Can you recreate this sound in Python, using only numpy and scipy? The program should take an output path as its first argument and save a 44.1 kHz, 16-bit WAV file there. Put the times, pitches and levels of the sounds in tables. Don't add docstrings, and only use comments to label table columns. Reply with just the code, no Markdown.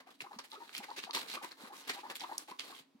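import sys
import numpy as np
from scipy import signal
from scipy.fft import rfft, irfft
from scipy.io import wavfile
from scipy.ndimage import uniform_filter1d

SR = 44100
rng = np.random.default_rng(int(sys.argv[2]) if len(sys.argv) > 2 else 0)


def put_to_file(sound):
    columns = np.atleast_2d(sound).T
    safe = np.clip(columns, -1, 1)
    whole_steps = np.round(safe * 32767)
    wavfile.write(sys.argv[1], SR, whole_steps.astype(np.int16))


N = 132300

# frequency_hz, gain_db
HISS_EQ = [(40, -38), (100, -17), (180, -5), (300, 0), (550, -6), (900, -4), (1500, -12), (4000, -14),
           (8000, -25), (16000, -29)]
STIR_EQ = [(100, -24), (250, -1), (1000, -1.5), (4000, 1), (7000, -3.5), (16000, -9.5)]
FLEX_EQ = [(40, -55), (80, -27), (150, -15), (230, -4), (380, 1), (600, -4.5), (1000, 0.5), (1700, -2.5),
           (2600, -12), (6000, -24.5)]
CRACKLE_EQ = [(600, -32), (1300, -11.5), (2100, -0.5), (3000, -1.5), (4200, -1), (5500, -7.5), (7500, -12),
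              (15000, -23)]
FIZZ_EQ = [(3000, -62.5), (5500, -38.5), (7000, -3), (10000, -6.5), (13000, -7), (16000, -16)]
# frequency_hz, gain_db
RASP_EQ = [(150, -40.5), (320, 3.5), (550, -3.5), (800, -8.5), (1200, 6.5), (1600, -10.5), (4000, -29)]
# frequency_hz, left_minus_right_db
STEREO_TILT = [(150, 2), (350, -3.5), (750, 4.5), (1300, 2), (2600, -1.5), (4800, -5), (9000, 4.5),
               (14000, 3)]
# start_s, pitch_hz, level_db
FOOTFALLS = [(.222, 153, -62.5), (0.361, 229, -52), (0.576, 417, -54), (0.79, 224, -51.5), (.978, 396, -54),
             (1.04, 200, -66.5), (1.633, 230, -53), (1.893, 420, -49), (2.08, 244, -59), (2.511, 219, -61),
             (2.80, 160, -69.5), (2.947, 235, -57.5)]
# start_s, length_s, flex_db, crackle_db, fizz_db, fold_hz
FOOT_DRAGS = [(.001, 0.005, -52.5, -57.5, -88, 1880), (0.06, 0.032, -64.5, -68.5, -95, 2470),
              (0.101, 0.015, -60, -60, -69, 3600), (.135, 0.024, -88, -69, -77, 3550),
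              (0.202, 0.018, -54, -48.5, -59, 2230), (0.313, 0.042, -59, -65.5, -90, 4300),
              (0.386, 0.0087, -49, -47, -73, 4700), (0.436, 0.017, -60.5, -56, -62.5, 1820),
              (0.497, .015, -76, -65, -67.5, 4000), (0.51, 0.045, -64, -57.5, -73.5, 3450),
              (0.563, 0.16, -63.5, -63.5, -73, 4040), (0.726, 0.062, -58.5, -47, -56.5, 2510),
              (0.823, 0.021, -51, -50.5, -67, 2080), (0.85, 0.1, -66.5, -61.5, -75, 4250),
              (0.959, 0.024, -55, -46, -64, 1640), (0.976, 0.023, -58, -46, -72, 2550),
              (1.022, 0.027, -54.5, -47, -66, 4500), (1.13, 0.02, -49, -40.5, -50, 4340),
              (1.143, .018, -45, -36, -52, 4100), (1.163, 0.06, -52.5, -48, -57.5, 3760),
              (1.21, 0.065, -58, -64, -66, 2500), (1.272, 0.058, -56, -46, -58.5, 4100),
              (1.334, 0.019, -47, -44.5, -54.5, 2500), (1.42, 0.029, -48, -46.5, -54.5, 1720),
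              (1.463, 0.03, -65.5, -62, -69, 4160), (1.505, .018, -56.5, -55.5, -68, 1560),
              (1.564, 0.12, -55.5, -58.5, -65.5, 4000), (1.72, 0.036, -57, -60, -64, 4000),
              (1.75, 0.062, -61, -55.5, -60, 6000), (1.809, 0.095, -63, -60.5, -76, 3000),
              (1.87, 0.027, -53.5, -49, -54.5, 1720), (1.888, 0.021, -48, -40, -64, 1980),
              (1.932, 0.021, -51, -46.5, -54.5, 3940), (1.967, 0.041, -60, -53.5, -66.5, 2620),
              (2.029, 0.071, -58.5, -63, -74, 4260), (2.096, 0.021, -49, -50, -61.5, 1780),
              (2.149, .015, -59.5, -45.5, -48.5, 3400), (2.189, 0.05, -56, -49, -67, 3600),
              (2.248, 0.11, -57.5, -60.5, -67, 4200), (2.367, 0.063, -59, -59.5, -63.5, 4200),
              (2.473, .04, -58, -54.5, -66.5, 2430), (2.586, 0.024, -57, -44, -71, 3060),
              (2.607, 0.11, -57, -56.5, -63.5, 4300), (2.727, 0.077, -62, -55.5, -65.5, 3260)]
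# start_s, level_db (before trim), pitch_hz, width_share (of the pitch)
CREASE_SNAPS = [(0.205, -37, 2400, 0.28), (.388, -43.5, 5600, 0.28), (0.517, -43.5, 3850, 0.31),
                (.693, -46.5, 1670, 1.1), (.750, -36.5, 3060, 0.87), (0.766, -42, 4500, .7),
                (0.78, -39, 6300, 1.8), (0.839, -47, 1940, .4), (0.904, -50, 4000, .5),
                (0.984, -42, 3900, 0.78), (1.038, -39, 2400, 0.47), (1.109, -37, 3860, 0.52),
                (1.15, -39, 4070, .9), (1.211, -44, 3640, .5), (1.304, -51, 4350, 0.4),
                (1.518, -43.5, 4160, 0.23), (1.898, -32.5, 1940, 2.2), (2.101, -41, 2860, 1.4),
                (2.198, -46, 5700, 0.47), (2.207, -39.5, 3970, .6), (2.380, -34, 5630, .5),
                (2.381, -34, 9200, 0.57), (2.595, -35.5, 3550, 0.85)]
# start_s, length_s, start_pitch_hz, end_pitch_hz, level_db (before trim)
CLUCK_NOTES = [(.001, 0.022, 1010, 1100, -61), (.069, 0.017, 746, 790, -57),
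               (.088, 0.013, 1110, 1200, -61.5), (.240, .018, 850, 793, -50.5),
               (0.26, 0.014, 855, 1230, -46), (0.309, 0.013, 890, 833, -46), (.329, .014, 822, 1140, -51.5),
               (0.383, 0.021, 970, 1050, -51.5), (.523, 0.025, 872, 882, -48.5),
               (.552, 0.024, 1086, 1384, -49), (0.602, 0.0337, 880, 956, -49),
               (.801, 0.0255, 832, 793, -47), (.884, 0.021, 853, 788, -46.5), (.909, 0.012, 850, 1060, -43),
               (1.067, 0.017, 830, 670, -48), (1.089, 0.021, 770, 1140, -43.5),
               (1.169, 0.01, 890, 1240, -34.5), (1.364, 0.0163, 884, 1274, -39),
               (1.412, 0.016, 850, 764, -49), (1.437, 0.02, 879, 1064, -45.5),
               (1.647, 0.014, 910, 1135, -51.5), (1.697, 0.019, 786, 806, -52),
               (1.719, 0.022, 812, 1098, -49.5), (1.954, 0.033, 812, 810, -50),
               (1.979, 0.018, 896, 1093, -46), (2.032, 0.019, 837, 882, -45),
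               (2.051, .022, 888, 1056, -45.5), (2.214, 0.028, 846, 763, -48),
               (2.238, 0.018, 862, 1180, -39.5), (2.292, 0.013, 847, 780, -43.5),
               (2.313, 0.018, 820, 1055, -39.5), (2.344, 0.014, 1035, 1060, -50.5),
               (2.482, 0.02, 830, 830, -49.5), (2.512, 0.017, 930, 1102, -45),
               (2.699, 0.0079, 740, 835, -51.5), (2.722, 0.014, 987, 1086, -48)]

ROOM_T60_S, ROOM_DAMP_HZ, ROOM_GAP_S = 0.22, 9700, 0.0013
RIGHT_LAG_S, HIGH_CUT_HZ = 0.00018, 16100
HISS_DB, HUM_DB, HUM_HZ, HUM_WIDTH_HZ = -75, -74.5, 274, 23
GRAINS_PER_S, GRAIN_SPREAD_DB, GRAIN_RING_S = 4000, 3.6, 0.0009
STIR_FROM_S, STIR_UNTIL_S, STIR_FADE_S, STIR_DB = 0.177, 2.84, 0.027, -70
THUD_PEAK_S = 0.007
SCUFF_ATTACK_S, SCUFF_SWELL_SHARE, SCUFF_RELEASE_S = 0.00054, 0.32, 0.0094
CATCH_PER_S, CATCH_DB = 130, 1.4
FOLD_WIDTH_SHARE, FOLD_DB = 0.18, -8
SNAP_DECAY_S, SNAP_TRIM_DB, SNAP_BROAD_DB = 0.0015, 5.5, -24
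CLUCK_TRIM_DB, OCTAVE_DB, RASP_DB = 0.5, -15.5, -10.5
CLUCK_FADE_S, CLUCK_JITTER, CLUCK_ROUGHNESS = 0.0035, 0.048, 0.33


def undb(db):
    return 10 ** (np.asarray(db) / 20)


def unit(x):
    return x / np.sqrt(np.mean(x ** 2) + 1e-30)


def since(start):
    return np.maximum(np.arange(N) / SR - start, 0)


def eq_curve(points):
    hz, db = np.array(points, float).T
    return np.interp(np.log(np.arange(N + 1) * SR / (2 * N) + 1), np.log(hz), db)


def colour(x, points):
    cepstrum = irfft(np.log(undb(eq_curve(points))))
    cepstrum[1:N] *= 2
    cepstrum[N + 1:] = 0
    return irfft(rfft(x, 2 * N) * np.exp(rfft(cepstrum)))[..., :N]


def wobble(per_s):
    return unit(np.interp(since(0) * per_s, np.arange(N), rng.standard_normal(N)))


def spread(noises, apart):
    return np.sqrt(1 - apart) * noises[0] + np.sqrt(apart) * noises[1:]


def mic_pair(x):
    left, right = np.broadcast_to(x, (2, N))
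    return np.array([left, np.roll(right, round(RIGHT_LAG_S * SR))])


def room(x, wet_db):
    t = np.arange(SR // 2) / SR
    tail = rng.standard_normal((2, len(t))) * np.exp(-np.log(1000) * t / ROOM_T60_S)
    tail *= np.clip(t / ROOM_GAP_S - 1, 0, 1)
    tail /= np.linalg.norm(tail, axis=1, keepdims=True)
    tail = signal.lfilter(*signal.butter(1, ROOM_DAMP_HZ, fs=SR), tail)
    return x + undb(wet_db) * signal.fftconvolve(x, tail, axes=1)[:, :N]


def room_tone():
    hiss = unit(colour(spread(rng.standard_normal((3, N)), apart=0.77), HISS_EQ))
    hum = signal.lfilter(*signal.iirpeak(HUM_HZ, HUM_HZ / HUM_WIDTH_HZ, fs=SR), hiss.mean(axis=0))
    return undb(HISS_DB) * hiss + undb(HUM_DB) * unit(hum)


def paper_grains(eq, apart):
    slips = rng.random(N) < GRAINS_PER_S / SR
    sizes = slips * undb(GRAIN_SPREAD_DB * np.minimum(rng.exponential(size=N), 5))
    energy = signal.lfilter([1], [1, -np.exp(-2 / (GRAIN_RING_S * SR))], sizes ** 2)
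    grains = np.sqrt(energy) * spread(rng.standard_normal((3, N)), apart)
    running_rms = np.sqrt(uniform_filter1d(np.mean(grains ** 2, axis=0), size=600) + 1e-6)
    return unit(colour(grains / running_rms, eq))


def stir():
    walking = np.clip(np.minimum(since(STIR_FROM_S), STIR_UNTIL_S - since(0)) / STIR_FADE_S, 0, 1)
    flutter = undb(wobble(per_s=25.9))
    return mic_pair(undb(STIR_DB) * walking * flutter * paper_grains(STIR_EQ, apart=0.57))


def thuds():
    out = np.zeros(N)
    for start, hz, db in FOOTFALLS:
        t = since(start)
        age = 2 * t / THUD_PEAK_S
        envelope = age ** 2 * np.exp(1 - age)
        out += undb(db) * envelope * np.sin(2 * np.pi * hz * t)
    return room(mic_pair(out), wet_db=-21.5)


def scuffs():
    flexing = paper_grains(FLEX_EQ, apart=0.11)
    crackling = paper_grains(CRACKLE_EQ, apart=0.85)
    fizzing = paper_grains(FIZZ_EQ, apart=1.0)
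    catch = undb(CATCH_DB * wobble(CATCH_PER_S))
    sheet, creases = np.zeros((2, 2, N))
    for start, length, flex_db, crackle_db, fizz_db, fold_hz in FOOT_DRAGS:
        at = int(start * SR)
        span = slice(at, min(at + SR // 4, N))
        t = np.arange(span.stop - at) / SR
        swell = np.minimum(t / (SCUFF_ATTACK_S + SCUFF_SWELL_SHARE * length), 1)
        release = np.exp(-np.maximum(t - length, 0) / SCUFF_RELEASE_S)
        push = catch[span] * swell * release
        resonance = signal.iirpeak(fold_hz, 1 / FOLD_WIDTH_SHARE, fs=SR)
        fold = unit(signal.lfilter(*resonance, crackling[:, span]))
        crackle = unit(crackling[:, span] + undb(FOLD_DB) * fold)
        sheet[:, span] += push * undb(flex_db) * flexing[:, span]
        creases[:, span] += push * (undb(crackle_db) * crackle + undb(fizz_db) * fizzing[:, span])
    return room(mic_pair(sheet), wet_db=-6) + room(mic_pair(creases), wet_db=-7.5)


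def snaps():
    out, t = np.zeros((2, N)), np.arange(1024) / SR
    decay = np.exp(-t / SNAP_DECAY_S)
    decay_rms = np.sqrt(np.mean(decay ** 2))
    for start, db, hz, width in CREASE_SNAPS:
        burst = spread(rng.standard_normal((3, len(t))), apart=0.42) * decay
        resonance = signal.iirpeak(hz, 1 / min(width, 1.5), fs=SR)
        ring = signal.lfilter(*resonance, burst)
        tick = signal.lfilter(*resonance, ring + undb(SNAP_BROAD_DB) * burst)
        at = int(start * SR)
        out[:, at:at + len(t)] += undb(db + SNAP_TRIM_DB) * unit(tick) * decay_rms
    return room(mic_pair(out), wet_db=-11)


def clucks():
    out = np.zeros(N)
    jitter = 1 + CLUCK_JITTER * wobble(per_s=400)
    roughness = 1 + CLUCK_ROUGHNESS * wobble(per_s=320)
    rasp = undb(RASP_DB) * unit(colour(rng.standard_normal(N), RASP_EQ))
    for start, length, start_hz, end_hz, db in CLUCK_NOTES:
        t = since(start)
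        on = (t > 0) & (t < length)
        t = t[on]
        glide_hz = start_hz + (end_hz - start_hz) * t / length
        phase = 2 * np.pi * np.cumsum(glide_hz * jitter[on]) / SR
        tone = np.sin(phase) + undb(OCTAVE_DB) * np.sin(2 * phase)
        gate = np.sin(np.pi / 2 * np.clip(np.minimum(t, length - t) / CLUCK_FADE_S, 0, 1))
        out[on] += undb(db + CLUCK_TRIM_DB) * gate * (roughness[on] * tone + rasp[on])
    return room(mic_pair(out), wet_db=-6.5)


def scene():
    return clucks() + scuffs() + snaps() + thuds() + stir() + room_tone()


def record(dry):
    tilt = undb(np.array([[1], [-1]]) * eq_curve(STEREO_TILT) / 2)
    tinted = irfft(rfft(dry, 2 * N) * tilt)[:, :N]
    high_cut = signal.ellip(10, 0.2, 70, HIGH_CUT_HZ, fs=SR, output="sos")
    return signal.sosfilt(high_cut, tinted)


dry = scene()
out = record(dry)
put_to_file(out)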